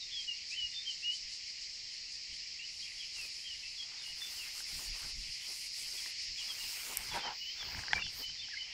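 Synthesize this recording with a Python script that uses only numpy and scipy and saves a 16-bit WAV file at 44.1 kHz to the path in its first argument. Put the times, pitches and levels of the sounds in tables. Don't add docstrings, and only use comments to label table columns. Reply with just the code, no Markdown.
import sys
import numpy as np
from scipy import signal
from scipy.fft import rfft, irfft, next_fast_len
from scipy.io import wavfile
from scipy.ndimage import uniform_filter1d, map_coordinates

SR = 44100
rng = np.random.default_rng(int(sys.argv[2]) if len(sys.argv) > 2 else 0)


def pcm_store(signal):
    levels = np.round(np.clip(np.atleast_2d(signal), -1, 1) * 32767)
    wavfile.write(sys.argv[1], SR, levels.astype(np.int16).T)


N = 384993


# time in seconds, level in dB.
CHORUS_LEVEL = [(0, -46.5), (2.4, -47), (3.8, -47), (4.45, -47), (4.7, -44.5), (5.35, -45.5), (6.25, -44),
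                (6.73, -45), (6.87, -50.5), (7.0, -51.5), (7.06, -45), (7.3, -46), (8.3, -45.5),
                (8.73, -48)]
# time in seconds, level in dB.
FAR_BUZZ_LEVEL = [(0, -58.7), (2.3, -58.5), (4.4, -57), (6.7, -55), (7.08, -51.5), (7.3, -58), (7.7, -54),
                  (8.2, -58), (8.73, -55)]
# frequency in Hz, level in dB per Hz.
CICADA_SPECTRUM = [(2000, -42), (3400, -19.5), (3780, -10.5), (4200, -3.5), (5060, -1), (5590, -4.5),
                   (5950, -9), (6900, -10), (7910, -16.5), (8520, -29), (15000, -62)]
# frequency in Hz, level in dB per Hz.
BUZZ_SPECTRUM = [(1300, -41), (1650, -19), (1850, -6.5), (2050, -1.5), (2350, -1), (2900, -0.5),
                 (3400, -5.5), (4000, -19.5), (5000, -46)]

# start in seconds, length in seconds, first pitch in Hz, last pitch in Hz,
# extra pitch in the middle in Hz, level in dB.
WARBLER_NOTES = [(0, 0.043, 4020, 3680, -110, -45.5), (0.104, 0.051, 3400, 3110, -5, -51.5),
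                 (0.108, .125, 3694, 3190, -150, -43.5), (0.272, 0.061, 2973, 2800, -43, -38.5),
                 (0.499, 0.061, 2300, 2960, -43, -44.5), (0.557, 0.13, 3120, 2866, -81, -39.5),
                 (0.73, .1, 3640, 3730, -110, -42), (0.852, 0.07, 3100, 2760, 194, -40),
                 (1.022, 0.045, 2600, 2960, 40, -42), (1.046, 0.109, 2902, 3114, -110, -38.5),
                 (2.582, 0.085, 2650, 2990, 35.5, -49), (2.819, 0.054, 3250, 3150, 60, -50.5),
                 (2.986, 0.065, 3480, 2820, 16, -49.5), (3.147, 0.12, 2950, 2490, -71, -48.5),
                 (3.418, .09, 3100, 3150, 60, -49.5), (3.497, 0.061, 3120, 2780, -40, -47),
                 (3.617, 0.081, 2430, 2640, 139, -52), (3.773, 0.079, 3510, 3350, -130, -47),
                 (3.976, 0.068, 3560, 3280, 278, -54), (4.03, .092, 2830, 2970, -55, -49.5),
                 (4.205, 0.065, 3620, 3544, -92, -43.5), (4.364, 0.11, 3280, 2380, -130, -50.5),
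                 (5.971, 0.038, 3420, 3280, 0, -49.5), (6.378, 0.047, 3480, 2860, -33, -45),
                 (6.478, 0.056, 3430, 3060, 30, -44.5), (6.576, 0.077, 2844, 2840, -2, -48),
                 (7.1, .058, 3490, 3400, -58, -48), (7.172, .04, 3520, 3480, 122, -51),
                 (7.217, 0.074, 3130, 2890, 139, -46), (7.392, 0.14, 2925, 3197, -83, -45.5),
                 (7.575, 0.073, 3550, 3090, 126, -47), (7.997, 0.086, 3670, 3400, -30, -48.5),
                 (8.036, 0.059, 3140, 2940, 60, -50), (8.214, 0.095, 3060, 3100, -74, -45.5),
                 (8.375, 0.054, 3570, 3570, -28, -47), (8.423, 0.047, 3380, 2970, -160, -48.5),
                 (8.575, 0.097, 3050, 3120, -84, -46.5)]
CLEAR_DB, CLEAR_ROUGH, ROUGH_PER_DB = -40.5, 0.24, 0.04
THROAT_HZ, THROAT_DB_PER_OCTAVE = 2900, 31
# frequency in Hz, time to fade by 60 dB in seconds.
TREE_ECHO = [(500, 0.11), (3000, 0.24), (10000, 0.23)]

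# centre in seconds, rumble in dB, thud in dB.
MICROPHONE_NUDGES = [(.65, -66, -65.5), (1.26, -61, -71), (2.33, -64, -65.5), (3.23, -67, -68),
                     (4.13, -62, -70), (4.76, -55, -55.5), (4.91, -46.5, -61.5), (5.06, -54, -57.5),
                     (5.18, -45, -57.5), (5.28, -53, -63), (6.31, -56.5, -64), (6.66, -63, -68),
                     (7.01, -57, -58.5), (7.12, -61, -56), (7.68, -77, -57.5), (7.779, -62, -48),
                     (7.96, -61, -49.5), (8.06, -57, -54), (8.18, -57, -61), (8.3, -66, -63.5),
                     (8.44, -77, -65)]
NUDGE_S = 0.031
CALM_RUMBLE_DB, CALM_THUD_DB, CALM_SWING_DB = -72.5, -73.5, 2.5
# frequency in Hz, level in dB per Hz.
RUMBLE_SPECTRUM = [(10, 3.5), (22, 1.5), (42, 9.5), (55, -5.5), (80, -23), (200, -53)]
# frequency in Hz, level in dB per Hz.
THUD_SPECTRUM = [(30, -21), (55, -0.5), (70, 0.5), (95, -4), (130, -5.5), (200, -11.5), (350, -20.5),
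                 (700, -59)]
# frequency in Hz, level in dB per Hz.
AIR_SPECTRUM = [(60, -6), (150, -1.5), (300, 0), (600, -3.5), (1200, -4.5), (2000, -11), (8000, -21),
                (12000, -20.5), (15000, -27)]

# centre in seconds, body in dB, bright rasp in dB.
NEAR_THROBS = [(.23, -50, -71), (.52, -47, -66), (.72, -53, -74), (.925, -46, -79), (1.02, -55, -72),
               (1.15, -46, -65), (1.335, -47, -65), (1.5, -56, -72), (1.63, -49.5, -77), (1.74, -54, -74),
               (1.94, -54, -70), (2.14, -50, -68.5), (2.35, -52, -69), (2.82, -50, -86), (3.16, -46.5, -73),
               (3.33, -49.5, -67), (4.38, -48, -75), (4.81, -52, -72), (6.22, -48, -70), (6.4, -45.5, -70),
               (7.6, -51, -68), (7.8, -52, -56.5), (7.95, -45.5, -65)]
THROB_S = 0.027
# frequency in Hz, level in dB per Hz.
RASP_SPECTRUM = [(3500, -40), (4800, -3), (6000, 5.5), (7700, 6.5), (9000, 1.5), (11000, -7.5),
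                 (13000, -61)]

# start in seconds, length of the hold in seconds,
# swish of blades in dB, crush of stems in dB.
GRASS_STROKES = [(2.74, 0.34, -64.5, -84), (3.19, 0.076, -56, -71), (3.333, 0.11, -61.5, -84),
                 (3.502, 0.32, -66, -87), (3.854, 0.16, -75, -69.5), (4.05, 0.059, -58.5, -73.5),
                 (4.205, 0.28, -54.5, -68.5), (4.557, 0.054, -50.5, -67), (4.687, 0.19, -52, -67),
                 (4.96, 0.14, -54.5, -65), (5.177, 0.3, -60, -81), (5.466, 0.062, -53.5, -69),
                 (5.528, 0.14, -52.5, -80), (5.778, 0.054, -50, -79), (5.875, 0.22, -52, -72),
                 (6.223, 0.022, -60, -78.5), (6.43, .15, -56, -67), (6.602, 0.27, -50.5, -66),
                 (6.859, 0.085, -49.5, -58.5), (6.98, 0.11, -53, -60.5), (7.153, 0.015, -51.5, -58),
                 (7.634, 0.24, -71, -58.5), (7.815, 0.018, -70, -61), (7.963, 0.017, -67.5, -50),
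                 (8.132, 0.095, -58, -65), (8.302, 0.46, -79.5, -77.5)]
STROKE_ATTACK_S, STROKE_RELEASE_S, STROKE_ARCH_DB = 0.052, 0.028, 1.5
# frequency in Hz, level in dB per Hz.
SWISH_SPECTRUM = [(1200, -25), (2200, 3.5), (3500, 2), (6500, 6), (8500, 5.5), (11000, 0), (14000, -7.5),
                  (16000, -10.5)]
# frequency in Hz, level in dB per Hz.
CRUSH_SPECTRUM = [(100, -4), (250, -6), (420, -1), (600, -2.5), (850, 3.5), (1200, 3), (1700, 5.5),
                  (2500, -5.5), (4000, -17), (8000, -50), (12000, -57)]

# centre in seconds, spread to each side in seconds,
# level in dB.
SEED_SHAKES = [(3.26, .018, -67), (4.35, 0.11, -58), (4.59, .02, -62), (4.8, 0.053, -57),
               (6.797, 0.19, -51.5), (7.976, .02, -68), (8.191, 0.032, -50)]
# frequency in Hz, level in dB per Hz.
SEED_SPECTRUM = [(8000, -24), (10500, -18), (12500, -3), (14000, 4), (15700, -2.5)]

# start in seconds, peak in dB, main pitch in Hz.
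STEM_TICKS = [(3.825, -48, 2100), (4.218, -42, 1900), (4.604, -41.5, 1560), (4.793, -46, 1020),
              (5.019, -53, 1060), (5.938, -56, 2000), (6.06, -37.5, 1870), (6.489, -53, 1950)]

# centre in seconds, level in dB.
FOOTFALL_TIMES = [(4.81, -58.5), (5.05, -68), (5.5, -64.5), (5.83, -68), (5.95, -64), (6.07, -65.5),
                  (6.9, -53), (7.155, -53.5), (8.21, -56)]
FOOTFALL_S = 0.014
# frequency in Hz, level in dB per Hz.
TURF_SPECTRUM = [(100, -18), (220, -3), (400, 0.5), (600, -4.5), (1000, -3), (2500, -36)]

# start in seconds, peak in dB.
STALK_SNAP = (6.9715, -13)
# frequency in Hz, level in dB, time to fade by 60 dB in seconds.
STALK_TONES = [(1890, -18, .005), (2830, -26, .005), (5540, -14, 0.0058), (8100, 8, 0.0013),
               (10740, -4, 0.0031), (12160, -1.5, 0.0036), (13800, -7, 0.002)]

DULL_S, DULL_FADE_S, DULL_HZ, DULL_SHARE = 7.1, .15, 6560, 0.49

# centre in seconds, spread to each side in seconds, level in dB.
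BOOT_SCUFFS = [(7.163, 0.024, -38), (7.275, 0.037, -41.5)]
# frequency in Hz, level in dB per Hz.
SOLE_SPECTRUM = [(120, -17), (300, -15.5), (550, -10.5), (700, -6), (830, 1), (960, 1.5), (1150, -10),
                 (1500, -8), (2300, -10), (5000, -19), (9000, -57)]

# centre in seconds, spread to each side in seconds,
# level in dB.
HISS_SWELLS = [(7.43, 0.08, -66.5), (7.715, 0.081, -60)]
# frequency in Hz, level in dB per Hz.
HISS_SPECTRUM = [(11500, -40), (12800, -15), (14000, 0), (15700, -5)]

# time in seconds (each part starts about 1 ms later), peak of the main part in dB.
WING_CLAPS = [(7.627, -36), (7.746, -33.5), (7.79, -33), (7.835, -35), (7.881, -31.5), (7.931, -15.5),
              (7.958, -42), (7.978, -31), (8.021, -40), (8.064, -41), (8.296, -47.5), (8.484, -43.5)]
# frequency in Hz, level in dB, time to fade by 60 dB in seconds.
WING_TONES = [(826, -9, 0.013), (1620, 1, 0.01), (2040, 1, 0.0073)]
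# frequency in Hz, level in dB, time to fade by 60 dB in seconds.
SLAP_TONES = [(2240, -3, 0.0059), (3280, -4.5, 0.0063), (5470, -6, 0.0026)]

# start in seconds, length in seconds, first pitch in Hz,
# last pitch in Hz, extra pitch in the middle in Hz, level in dB.
BIRD_SQUEAKS = [(7.902, .043, 1806, 1990, 51, -44.5), (7.949, 0.044, 2330, 2495, -110, -38.5),
                (7.986, .025, 2610, 2920, 40, -46), (8.019, .013, 2660, 2790, 40, -36),
                (8.501, .05, 2000, 1550, 62, -48), (8.568, 0.018, 2210, 2300, -170, -41.5)]
SQUEAK_ROUGH = 0.79

TOP_HZ = 15750


def amp(db):
    return 10 ** (np.asarray(db) / 20)


def unit(x):
    return x / np.sqrt(np.mean(x ** 2) + 1e-20)


def clock():
    return np.arange(N) / SR


def along(points, hz):
    f, v = np.transpose(points)
    return np.interp(np.log(hz + 1), np.log(f + 1), v)


def curves(rows):
    s, *cols = np.transpose(rows)
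    return [np.interp(clock(), s, c) for c in cols]


def wobble(rate):
    points = rng.standard_normal(int(N * rate / SR) + 4)
    return map_coordinates(points, [clock() * rate])


def filtered(x, response):
    size = next_fast_len(N + 8192)
    hz = np.fft.rfftfreq(size, 1 / SR)
    return irfft(rfft(x, size) * response(hz), size)[:N]


def coloured(x, spectrum):
    return unit(filtered(x, lambda hz: amp(along(spectrum, hz))))


def treble(x, edge_hz):
    return filtered(x, lambda hz: 1 / (1 + (edge_hz / (hz + 1)) ** 12))


def noise():
    return rng.standard_normal(N)


def crackle(per_second, share):
    ticks = noise() * (rng.random(N) < per_second / SR)
    return np.sqrt(share) * unit(ticks) + np.sqrt(1 - share) * noise()


def patchy(x, depth_db):
    z = signal.stft(x, nperseg=512)[2]
    field = uniform_filter1d(rng.standard_normal(z.shape), size=5, axis=0)
    field = uniform_filter1d(field, size=6, axis=1)
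    return signal.istft(z * amp(depth_db * unit(field)), nperseg=512)[1][:N]


def swell(s, spread):
    return np.exp(-.5 * np.minimum(((clock() - s) / spread) ** 2, 200))


def swells(rows):
    return sum(amp(db) * swell(s, spread) for s, spread, db in rows)


def together(shapes, *levels_db):
    power = np.square(shapes)
    return [np.sqrt(amp(db) ** 2 @ power) for db in levels_db]


def add(track, s, sound):
    part = track[max(round(s * SR), 0):][:len(sound)]
    part += sound[:len(part)]


def knock(modes, attack, scatter):
    t = np.arange(SR // 20) / SR
    ring = np.zeros(len(t))
    for k, (hz, db, t60) in enumerate(modes):
        fade = amp(db + rng.normal(0, 1) - 60 * t / t60)
        tone = np.sin(2 * np.pi * hz * (1 + scatter * rng.normal()) * t)
        ring += fade * tone * (-1) ** k
    ring = ring * (1 - np.exp(-t / attack))
    return ring / np.abs(ring).max()


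def tymbal(click_hz, jitter):
    turns = np.cumsum(click_hz * (1 + jitter * wobble(60))) / SR
    return unit(np.diff(np.floor(turns), prepend=0))


def chorus(count=10):
    level_db, = curves(CHORUS_LEVEL)
    insects = np.zeros(N)
    for body_hz, pace in zip(np.linspace(4400, 5500, count), rng.normal(0, .15, count)):
        throb = np.sin(2 * np.pi * (5.8 * (1 + pace) * clock() + 0.48 * wobble(2)))
        clicks = tymbal(click_hz=330 * np.exp(pace), jitter=.28) * amp(5.7 * throb)
        insects += unit(filtered(clicks, lambda hz: 1 / (1 + 1j * (hz - body_hz) / 400)))
    wash = amp(5.5) * noise()
    return amp(level_db + 0.62) * coloured(unit(insects) + wash, CICADA_SPECTRUM)


def far_buzz():
    level_db, = curves(FAR_BUZZ_LEVEL)
    buzz = coloured(patchy(crackle(per_second=1500, share=0.18), depth_db=2.0), BUZZ_SPECTRUM)
    return amp(level_db + 3.5) * buzz * amp(1.45 * wobble(14))


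def whistles(calls):
    song, quaver, flutter = np.zeros(N), wobble(300), wobble(110)
    for s, length, first_hz, last_hz, arch_hz, db, rough, slope_db in calls:
        u = np.linspace(0, 1, int(length * SR))
        here = np.clip(int(s * SR) + np.arange(len(u)), 0, N - 1)
        hz = first_hz + (last_hz - first_hz) * u + arch_hz * (1 - (2 * u - 1) ** 2)
        throat = amp(slope_db * np.minimum(np.log2(hz / THROAT_HZ), 0))
        hz = hz * (1 + .03 * rough * quaver[here])
        rise_and_fall = np.abs(np.sin(np.pi * u)) ** .7
        shape = unit(rise_and_fall * throat * amp(6 * rough * flutter[here]))
        add(song, s, amp(db + 1.0) * shape * np.sin(2 * np.pi * np.cumsum(hz) / SR))
    return song


def warbler():
    calls = []
    for note in WARBLER_NOTES:
        rough = CLEAR_ROUGH + ROUGH_PER_DB * (CLEAR_DB - note[-1])
        calls.append((*note, rough, THROAT_DB_PER_OCTAVE))
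    return whistles(calls)


def trees(x):
    hz, t, z = signal.stft(rng.standard_normal(SR // 2), SR, nperseg=256)
    fade = amp(-60 * t / along(TREE_ECHO, hz)[:, None])
    tail = signal.istft(z * fade, SR, nperseg=256)[1]
    return signal.fftconvolve(x, tail / np.linalg.norm(tail))[:N]


def breeze():
    times, rumble_db, thud_db = np.transpose(MICROPHONE_NUDGES)
    puffs, bumps = together([swell(s, NUDGE_S) for s in times], rumble_db, thud_db)
    calm_rumble = amp(CALM_RUMBLE_DB + CALM_SWING_DB * wobble(3.3))
    calm_thud = amp(CALM_THUD_DB + 1.4 * wobble(30))
    rumble = np.hypot(puffs, calm_rumble) * coloured(noise(), RUMBLE_SPECTRUM)
    thud = np.hypot(bumps, calm_thud) * coloured(noise(), THUD_SPECTRUM)
    return rumble + thud + amp(-74) * coloured(noise(), AIR_SPECTRUM)


def near_cicada():
    times, body_db, rasp_db = np.transpose(NEAR_THROBS)
    body, rasp = together([swell(s, THROB_S) for s in times], body_db, rasp_db)
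    body_clicks = tymbal(click_hz=289, jitter=0.17) + noise()
    rasp_clicks = tymbal(click_hz=289, jitter=0.17) + noise()
    body_sound = body * coloured(body_clicks, CICADA_SPECTRUM)
    return body_sound + amp(4.5) * rasp * coloured(rasp_clicks, RASP_SPECTRUM)


def stroke(s, length):
    t = clock() - s
    outside = np.maximum(-t, 0) / STROKE_ATTACK_S + np.maximum(t - length, 0) / STROKE_RELEASE_S
    arch = np.sin(np.pi * np.clip(t / length, 0, 1)) - 2 / np.pi
    return np.exp(-np.minimum(outside ** 1.16, 20)) * amp(STROKE_ARCH_DB * arch)


def grass():
    times, lengths, swish_db, crush_db = np.transpose(GRASS_STROKES)
    pushes = [stroke(s, length) for s, length in zip(times, lengths)]
    brushing, crushing = together(pushes, swish_db, crush_db)
    blades = coloured(patchy(crackle(per_second=1800, share=0.23), depth_db=2.45), SWISH_SPECTRUM)
    slow = np.clip((-55 - 20 * np.log10(brushing)) / 8, 0, 1)
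    blades = blades - slow * treble(blades, edge_hz=12000)
    swish = amp(2.0 + 0.47 * wobble(22)) * brushing * blades
    stems = coloured(patchy(crackle(per_second=400, share=0.4), depth_db=3.0), CRUSH_SPECTRUM)
    return swish + amp(4.5 + 0.81 * wobble(25)) * crushing * stems


def seed_heads():
    return swells(SEED_SHAKES) * coloured(crackle(per_second=2000, share=0.37), SEED_SPECTRUM)


def stem_ticks():
    out = np.zeros(N)
    for s, db, hz in STEM_TICKS:
        modes = [(hz, 0, .012), (1.43 * hz, -4, .006), (0.59 * hz, -8, .008)]
        add(out, s, amp(db) * knock(modes, attack=0.00068, scatter=.01))
    return out


def footfalls():
    rows = [(s, FOOTFALL_S, db) for s, db in FOOTFALL_TIMES]
    return swells(rows) * coloured(crackle(per_second=500, share=0.27), TURF_SPECTRUM)


def stalk_snap():
    out = np.zeros(N)
    s, db = STALK_SNAP
    add(out, s, amp(db) * knock(STALK_TONES, attack=0.00033, scatter=0.012))
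    return out


def dulled(x):
    fade = np.clip((clock() - DULL_S) / DULL_FADE_S, 0, 1)
    return x - DULL_SHARE * fade * treble(x, DULL_HZ)


def boot_scuffs():
    sole = coloured(patchy(crackle(per_second=2000, share=0.43), depth_db=2.5), SOLE_SPECTRUM)
    return swells(BOOT_SCUFFS) * sole


def high_hiss():
    return swells(HISS_SWELLS) * coloured(noise(), HISS_SPECTRUM)


def wing_claps():
    out = np.zeros(N)
    for s, db in WING_CLAPS:
        hard = np.clip(amp(db + 15.0), 0, 1)
        add(out, s + 0.00104, amp(db) * knock(WING_TONES, attack=0.0023, scatter=0.026))
        add(out, s + 0.00123, amp(db) * hard * knock(SLAP_TONES, attack=0.00034, scatter=0.015))
    return out


def flushed_bird():
    return whistles([(*squeak, SQUEAK_ROUGH, 0) for squeak in BIRD_SQUEAKS])


def scene():
    cicadas = dulled(chorus() + far_buzz() + near_cicada())
    song = warbler() + flushed_bird()
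    sharp = stem_ticks() + stalk_snap() + wing_claps()
    echo = trees(amp(-7.5) * song + amp(-19) * sharp)
    ground = grass() + seed_heads() + footfalls() + boot_scuffs()
    return (cicadas + song + sharp + echo + ground + high_hiss() + breeze())[None]


def record(dry):
    return filtered(dry[0], lambda hz: hz < TOP_HZ)[None]


dry = scene()
out = record(dry)
pcm_store(out)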